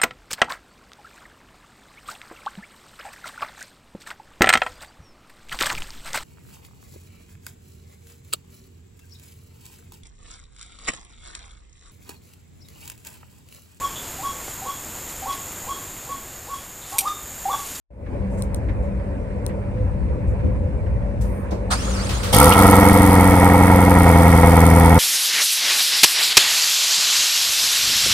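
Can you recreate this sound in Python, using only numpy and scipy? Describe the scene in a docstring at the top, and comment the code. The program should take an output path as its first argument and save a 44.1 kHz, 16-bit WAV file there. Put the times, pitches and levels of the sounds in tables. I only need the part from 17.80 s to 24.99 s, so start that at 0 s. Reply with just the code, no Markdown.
"""A big eight-cylinder engine starts by remote key in an open lot, heard from just behind its tail pipes.
Over rumbling traffic the key clicks, relays snap, the fuel pump primes and the starter grinds and whines
against the compressions. The engine catches with a bark and holds a fast, loud cold idle: each firing
thumps, rings the muffler and pipes and puffs out hiss. The peaks overload a two-port microphone."""
import sys
import numpy as np
from scipy import signal
from scipy.fft import rfft, irfft, next_fast_len
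from scipy.io import wavfile
from scipy.ndimage import uniform_filter1d

SR = 44100
rng = np.random.default_rng(int(sys.argv[2]) if len(sys.argv) > 2 else 0)


def bounce(signal):
    """Save signal as a 16-bit WAV file at the path given by the first command-line argument."""
    frames = np.transpose(np.atleast_2d(signal))
    limited = np.clip(frames, -1, 1)
    pcm = np.round(limited * 32767).astype(np.int16)
    wavfile.write(sys.argv[1], SR, pcm)


N = 317079
T = np.arange(N) / SR
CATCH_S, CYCLE_S = 4.527, 4.5374  # the engine catches; its first firing cycle starts

# engine speed: time_s, firing_rate_hz
FIRING_RATE = [(4.53, 43.5), (4.58, 58.7), (4.7, 91.5), (5.1, 91.), (5.4, 88.9), (6.1, 88.6), (6.3, 84.7),
               (6.85, 82.6), (7.19, 82.6)]
# how alike the two ports hear the car: freq_hz, correlation
NEAR_CORRELATION = [(60, 0.96), (180, 0.97), (550, 1), (1650, -0.22), (4970, -0.18), (15000, -0.15)]


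def amp(db):
    """Decibels to gain."""
    return 10 ** (np.asarray(db) / 20)


def unit_rms(x):
    """Scales to rms 1 between the first and the last sounding sample."""
    sounding = np.flatnonzero(abs(x).reshape(-1, N).sum(0) > 1e-7)
    return x / np.sqrt(np.mean(x[..., sounding[0]:sounding[-1]] ** 2))


def at_freq(points, hz):
    """Reads a spectrum table on a log-frequency axis."""
    freq_hz, value = np.transpose(points)
    return np.interp(np.log(hz + 1), np.log(freq_hz + 1), value)


def between(start_s, stop_s):
    """A soft-edged gate."""
    return uniform_filter1d(1. * ((T > start_s) & (T < stop_s)), size=100)


def resonate(x, hz, width_hz):
    """A resonance of gain 1 that can follow a moving pitch."""
    turn = np.exp(2j * np.pi * np.cumsum(hz * np.ones(N)) / SR)
    pole = np.exp(-np.pi * width_hz / SR)
    return 2 * (turn * signal.lfilter([1 - pole], [1, -pole], x / turn + 1e-18)).real


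def ring(x, modes):
    """Fixed modes, all driven in step."""
    return sum(amp(db) * resonate(x, hz, width) for hz, width, db in modes)


def band_noise(hz, width_hz, shape=(2, N)):
    """Noise through the same resonance twice, at rms 1."""
    return unit_rms(resonate(resonate(rng.standard_normal(shape), hz, width_hz), hz, width_hz))


def burst(start_s, gain_db, hz, width_hz, rise_s, t60_s):
    """Band noise with a quick attack and a dying tail."""
    since = np.maximum(T - start_s, 0)
    return (1 - np.exp(-since / rise_s)) * amp(gain_db - 60 * since / t60_s) * band_noise(hz, width_hz)


def patchy_noise(spectrum, correlation, patchy_db, size):
    """Coloured stereo noise at rms 1 whose bands swell and fade at random."""
    frames, hz = 4 * N // size + 5, np.fft.rfftfreq(size, 1 / SR)
    a, b, c, d, patches = rng.standard_normal((frames, len(hz), 5)).T
    patches = uniform_filter1d(uniform_filter1d(patches, size=8, axis=0), size=8, axis=1)
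    alike = np.clip(at_freq(correlation, hz), -1, 1)[:, None]
    left = a + 1j * b
    bins = np.array([left, alike * left + np.sqrt(1 - alike ** 2) * (c + 1j * d)])
    inside = (hz > .7 * spectrum[0][0]) & (hz < 1.3 * spectrum[-1][0])
    bins *= inside[:, None] * amp(at_freq(spectrum, hz)[:, None] + patchy_db * patches / patches.std())
    return unit_rms(signal.istft(bins, nperseg=size, noverlap=3 * size // 4)[1][:, :N])


def traffic():
    """A bed of lumpy rumble, road roar and wavering hums, from a road on the left."""
    # colours of the rumble and the roar: freq_hz, relative_db
    rumble_colour = [(15, -37), (25, -2.5), (37, -5.5), (54, 0), (75, -3), (102, 1), (135, -18),
                     (170, -11.5), (220, -26), (370, -120)]
    roar_colour = [(88, -30), (150, -21.5), (193, -1), (360, -10), (521, -5.5), (753, -17.5), (970, -15.5),
                   (1230, -27.5), (2420, -29), (3180, -45), (6520, -51), (8900, -46), (12400, -66),
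                   (13400, -89), (15600, -99)]
    # swells of the rumble: time_s, level_db
    swells = [(.105, -28.5), (.9, -24.5), (1.35, -28.5), (1.95, -26.5), (2.05, -21), (3.45, -21),
              (3.6, -28), (4.6, -25.5)]
    # nearby hums: pitch_hz, width_hz, relative_db
    hum_bands = [(53.4, 22, -29.5), (194.9, 10.6, -36.5), (506.6, 12, -41.5), (570.7, 21, -42)]
    # how alike the two ports hear the road: freq_hz, correlation
    far_correlation = [(60, 0.72), (180, 0.91), (550, 0.82), (1650, -0.47), (4970, -0.15), (15000, 1)]
    rumble = patchy_noise(rumble_colour, far_correlation, patchy_db=-1.5, size=2048)
    roar = patchy_noise(roar_colour, far_correlation, patchy_db=1.84, size=1024)
    hums = sum(amp(db + 34) * band_noise(hz, width, shape=N) for hz, width, db in hum_bands)
    rumble_db = np.interp(T, *np.transpose(swells))
    roar_db = -33.5 + 2 * np.clip((T - 3.4) / .024, 0, 1)  # steps up when the car wakes
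    fade = between(swells[0][0], swells[-1][0]) * amp(np.interp(T, [.089, .33], [-21.5, 0]))
    left, right = fade * (amp(rumble_db) * rumble + amp(roar_db) * (roar + hums))
    return np.array([left, np.roll(right, 11)])  # the road reaches the right port later


def ticking():
    """Faint, evenly spaced ticks and a few louder ones of the same colour."""
    # louder ticks: start_s, gain_db
    accents = [(.883, -36), (1.69, -37), (3.06, -45)]
    steady = [(.2595 + .1555 * k, -48 + 2.5 * rng.standard_normal()) for k in range(24)]
    return sum(burst(s, db, hz=1750, width_hz=990, rise_s=.0047, t60_s=.14) for s, db in steady + accents)


def hisses():
    """Short, thin wisps of treble."""
    # wisps: start_s, gain_db, t60_s
    wisps = [(.5, -52, 0.47), (.57, -41, 0.22), (1.02, -51, .2), (1.64, -48, 0.17), (2.47, -47, 0.16)]
    return sum(burst(s, db, hz=8000, width_hz=3600, rise_s=.022, t60_s=t60) for s, db, t60 in wisps)


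def remote_key():
    """A plastic button snaps, ringing very short modes, and rasps after each click."""
    # button clicks: start_s, peak_db, left_minus_right_db
    clicks = [(0.623, -13.5, 6.5), (0.7463, -13.5, 2.5), (1.6647, -13, 12)]
    # modes of the plastic: pitch_hz, width_hz, relative_db
    modes = [(4090, 230, 2), (5650, 670, -4), (8650, 420, 9.5), (12600, 1000, -13), (14400, 1200, -11)]
    snaps = np.zeros((2, N))
    for s, db, pan_db in clicks:
        snaps[:, round(s * SR)] = amp([db + pan_db / 2, db - pan_db / 2])
    peak = abs(ring(signal.unit_impulse(N), modes)).max()
    rasp = sum(burst(s + .008, -43, hz=8500, width_hz=5000, rise_s=.0035, t60_s=.085) for s, *_ in clicks)
    return ring(snaps, modes) / peak + rasp


def relays():
    """Relays and latches snap inside the car."""
    # snaps: start_s, gain_db, centre_hz, width_hz
    snaps = [(3.41, -41.5, 7500, 8000), (3.707, -41.5, 4740, 5000)]
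    return sum(burst(*snap, rise_s=.0027, t60_s=.25) for snap in snaps)


def thuds():
    """Two low, dull bumps."""
    # bumps: start_s, gain_db, centre_hz, rise_s, t60_s
    bumps = [(2.63, -17, 192, 0.013, 0.32), (3.716, -20, 398, 0.0034, 0.2)]
    return sum(burst(s, db, hz, .86 * hz, rise, t60) for s, db, hz, rise, t60 in bumps)


def fuel_pump():
    """The pump primes with a thin hiss that swells, holds and stops."""
    # hiss bands: centre_hz, width_hz, level_db
    bands = [(9200, 1000, -58), (12200, 3500, -61)]
    swell = uniform_filter1d(between(3.41, 3.64), size=round(.07 * SR))
    return swell * sum(amp(db) * band_noise(hz, width) for hz, width, db in bands)


def clanks_and_pop():
    """Two clanks during cranking, then a sharp pop just after the engine catches."""
    # hits: start_s, gain_db, width_hz, t60_s
    hits = [(4.29, -26, 6100, .4), (4.43, -26.5, 8000, 0.56), (4.718, -14, 1810, 0.13)]
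    return sum(burst(s, db, hz=2600, width_hz=w, rise_s=.0018, t60_s=t60) for s, db, w, t60 in hits)


def starter(engage_s=3.9, release_s=4.55):
    """The pinion slams in and grinds on the ring gear; the motor's whine sags on each compression."""
    # turning points of the whine: time_s, pitch_hz
    turns = [(3.919, 4270), (4.091, 6900), (4.199, 4430), (4.304, 8740), (4.355, 6500), (4.455, 9800),
             (4.55, 9200)]
    # partials of the whine: pitch_ratio, relative_db
    partials = [(.5, -5), (.62, -9), (1, 0), (1.38, -9)]
    # colour of the gear grind: freq_hz, relative_db
    grind_colour = [(350, -43), (600, -9), (746, -10.5), (1320, -3.5), (1520, -9.5), (3090, -19.5),
                    (4650, -14), (6720, -20.5), (9190, -14.5), (10700, -29), (15600, -40)]
    turn_s, turn_hz = np.transpose(turns)
    step = np.interp(T, turn_s, np.arange(len(turns)))
    eased = np.floor(step) + .5 - .5 * np.cos(np.pi * (step % 1))  # the heavy rotor changes speed smoothly
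    hz = np.interp(eased, np.arange(len(turns)), turn_hz)
    whine = sum(amp(db) * unit_rms(resonate(rng.standard_normal((2, N)), ratio * hz, width_hz=140))
                for ratio, db in partials)
    whine_db = -38.5 - 5 * np.maximum(hz - 7200, 0) / 1000  # thins out once the motor races
    since = np.maximum(T - engage_s, 0)
    slam_db = 14.5 * np.exp(-np.maximum(since - .038, 0) / .012)
    grind = patchy_noise(grind_colour, NEAR_CORRELATION, patchy_db=2.5, size=256)
    on = between(engage_s, release_s) * np.minimum(since / .012, 1) ** 2
    return on * (amp(whine_db) * whine + amp(slam_db - 33) * grind)


def impulses(count, marks, sizes):
    """One impulse as the firing count passes each mark; marks it jumps over stay silent."""
    out, place = np.zeros(N), np.minimum(np.searchsorted(count, marks), N - 1)
    np.add.at(out, place, sizes * (count[place] - marks < .01))
    return out


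def exhaust_thump(kicks):
    """Pressure falls fast at each shock front, stays low a third of a firing and refills slowly."""
    t = np.arange(900) / SR
    front = np.sin(np.pi / 2 * np.clip(t / .0013, 0, 1)) ** 2
    refill = .53 / (1 + np.exp((t - .0037) / .0004)) + .4 * np.exp(-t / .01)
    pressure = signal.oaconvolve(kicks, -front * refill)[:N]
    return signal.sosfiltfilt(signal.butter(2, 50, "high", fs=SR, output="sos"), pressure)


def muffler_boom(pushes, flow):
    """Firings and gas flow set the muffler's chambers booming."""
    # chambers: pitch_hz, width_hz, relative_db
    chambers = [(51, 7.9, 6), (63.6, 30, -9), (116, 32, -9), (204.6, 16.7, -0.5), (291.7, 8.5, 3.9)]
    boom = ring(unit_rms(pushes) + .2 * flow.sum(0) + .25 * flow, chambers)
    return signal.sosfilt(signal.butter(3, 600, fs=SR, output="sos"), boom)


def header_knock(cracks, active_cylinder):
    """Each cylinder has its own header length, so its crack gets its own pattern of reflections."""
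    lag_s = np.arange(600) / SR
    echoes = rng.choice([-1., 1.], (8, 600)) * (rng.random((8, 600)) < .03) * amp(-5 - 60 * lag_s / .06)
    echoes[:, 0] = 1
    echoes /= np.linalg.norm(echoes, axis=1, keepdims=True)
    return sum(signal.oaconvolve(cracks * (active_cylinder == k), echoes[k])[:N] for k in range(8))


def pipe_ring(knock, flow, bark_hz=1280, bark_width_hz=390):
    """Knock and flow ring the tail pipes; the open throttle makes the upper modes bark after the catch."""
    # tail pipe modes: pitch_hz, width_hz, relative_db
    modes = [(506.1, 23.5, 5), (704, 71, -5), (814, 65, -2), (907, 77, -4), (1120, 37, -13),
             (1228, 62, -10.5), (1324, 57, -13), (1881, 160, -13.), (2144, 48, -7)]
    pipe = ring(unit_rms(knock) + .26 * flow.sum(0) + .3 * flow, modes)
    bark = resonate(resonate(pipe, bark_hz, bark_width_hz), bark_hz, bark_width_hz)
    swell = np.maximum(T - CATCH_S, 0) / .15
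    pipe += amp(4) * swell * np.exp(1 - swell) * bark
    return signal.sosfilt(signal.butter(7, 2300, fs=SR, output="sos"), pipe)  # packing soaks up the treble


def jet_hiss(spurts, on):
    """The gas jet hisses steadily, with a bright puff on each firing; the first ones spit harder."""
    # colours of the puffs and the steady jet: freq_hz, relative_db
    puff_colour = [(2500, -16), (5000, -13), (7500, -13), (9400, 2), (10600, -11), (11800, -3),
                   (14000, -10), (15600, -12)]
    jet_colour = [(1410, -35), (2400, -38.5), (2580, -11), (3260, 3.5), (4030, -7), (4390, -3), (5640, -4),
                  (6920, -7), (7970, -5), (9250, 4), (9850, 0.5), (10700, -15), (11800, -0.5), (14000, -14),
                  (15600, -25)]
    # how alike the two ports hear the puffs: freq_hz, correlation
    puff_correlation = [(3000, .5), (9000, .8), (15000, .8)]
    gate = signal.oaconvolve(spurts, signal.windows.hann(round(.007 * SR)) ** 1.5)[:N]
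    puffs = unit_rms(on * gate * patchy_noise(puff_colour, puff_correlation, patchy_db=1.2, size=256))
    jet = patchy_noise(jet_colour, NEAR_CORRELATION, patchy_db=1.4, size=256)
    spit_db = 4 * np.exp(-np.maximum(T - CATCH_S, 0) / .14)
    return amp(spit_db - 2) * puffs + amp(-5) * jet


def exhaust_gains(rate_hz):
    """The exhaust's balance shifts at the catch, dips in one stumble and drifts as the idle sags."""
    # thump, boom, pipe, hiss: idle_db, sag_db_per_hz, flare_db, flare_decay_s, bang_db, stumble_db
    layers = [(-14, 0.44, 4.5, 0.099, -6, -11), (-14.5, -0.58, -18, 0.047, -2, -5),
              (-15.5, 0.0248, 4, 0.94, -1, -3), (-32.5, 0.53, 16.5, 0.68, 9, -5)]
    since = np.maximum(T - CATCH_S, 0)
    sag_hz = np.maximum.accumulate(rate_hz) - rate_hz
    attack = np.clip(since / .007, .3, 1)
    bang = np.exp(-since / .03)
    stumble = np.exp(-.5 * ((T - 4.742) / .016) ** 2)
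    return [attack * amp(idle + slope * sag_hz + flare * np.exp(-since / decay) + hit * bang + dip * stumble)
            for idle, slope, flare, decay, hit, dip in layers]


def engine(splice_s=5.472, splice_firings=2.1):
    """Eight uneven cylinders fire in turn; each sends out a thump, a boom, a crack and a puff."""
    # cylinders in firing order: late_firings, thump_db
    cylinders = [(-.03, .8), (-.07, .2), (.04, -2.3), (.015, 1.9), (-.03, .8), (-.04, -.4), (-.015, -3.4),
                 (-.01, 1.2)]
    # tone of the same cylinders: crack_db, puff_db, muffler_push
    voices = [(-1, -4, .3), (1.5, -3, -.9), (-2, 1.5, -.3), (-.3, 3, .9), (1, -1.6, .3), (-1.5, .3, -.9),
              (-2.5, 3.5, -.3), (1.2, -.4, .9)]
    # muffler side chambers that lift or cancel a band: centre_hz, width_hz, share_added
    side_chambers = [(263, 34, 0.59), (352.5, 55, -0.66), (1540, 122, -0.83), (2440, 240, -0.63)]
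    on = between(CATCH_S, np.inf)
    rate_hz = np.interp(T, *np.transpose(FIRING_RATE))
    count = np.cumsum(rate_hz) / SR  # running count of firings
    count -= count[round(CYCLE_S * SR)]
    count += splice_firings * (T > splice_s)  # the sound jumps ahead about two firings, like a tiny splice
    firing = np.arange(-1, int(count[-1]))
    cylinder = firing % 8
    late, thump_db = np.array(cylinders)[cylinder].T
    crack_db, puff_db, push = np.array(voices)[cylinder].T
    marks = firing + late
    active_cylinder = cylinder[np.clip(np.searchsorted(marks, count) - 1, 0, len(marks) - 1)]
    jitter, thump_luck, gas_luck, crack_luck = rng.standard_normal((len(firing), 4)).T
    kicks = impulses(count, marks + .3 + .01 * jitter, amp(thump_db + .8 * thump_luck))
    pushes = impulses(count, marks + .3, push + .15 * gas_luck)
    cracks = impulses(count, marks + .27 + .006 * jitter, amp(crack_db + 2.4 * crack_luck))
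    spurts = impulses(count, marks + .36, amp(puff_db + 1.3 * gas_luck))
    flow = rng.standard_normal((2, N))
    thump_gain, boom_gain, pipe_gain, hiss_gain = exhaust_gains(rate_hz)
    thump = thump_gain * unit_rms(on * exhaust_thump(kicks))
    boom = boom_gain * unit_rms(on * muffler_boom(on * pushes, flow))
    pipe = pipe_gain * unit_rms(on * pipe_ring(on * header_knock(cracks, active_cylinder), flow))
    body = thump + boom + pipe
    for hz, width, share in side_chambers:
        body += share * resonate(body, hz, width)
    return on * (body + hiss_gain * jet_hiss(spurts, on))


def scene():
    """Traffic, the engine and the small sounds around its start, all in the open air."""
    return (traffic() + engine() + remote_key() + ticking() + hisses() + relays() + thuds()
            + clanks_and_pop() + starter() + fuel_pump())


def record(dry):
    """Two ports differ in colour and the left hears earlier; deep bass and top are cut, peaks overload."""
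    # balance of the ports: freq_hz, left_minus_right_db
    balance = [(60, 2.5), (130, -0.5), (290, 0.5), (640, 1.5), (1410, -4.5), (3100, -1), (6820, 1),
               (15000, -1.5)]
    size = next_fast_len(N + 2000)
    hz = np.fft.rfftfreq(size, 1 / SR)
    left = amp(at_freq(balance, hz) / 2) * np.exp(1j * np.pi * hz * 9e-5)
    bass_cut = 1 / np.sqrt(1 + (41 / (hz + 1e-3)) ** 8)
    self_noise = amp(-76) * rng.standard_normal((2, N)) * np.clip((T - .105) / .11, 0, 1)
    ports = irfft(rfft(dry + self_noise, size) * bass_cut * np.array([left, 1 / left]), size)[:, :N]
    clipped = ports / (1 + abs(ports) ** 8) ** (1 / 8)
    offset = .004 * (T > CYCLE_S)
    top_cut = signal.firwin(1023, 15800, window=("kaiser", 9), fs=SR)
    return signal.oaconvolve(clipped + offset, top_cut[None], "same")


dry = scene()
out = record(dry)
bounce(out)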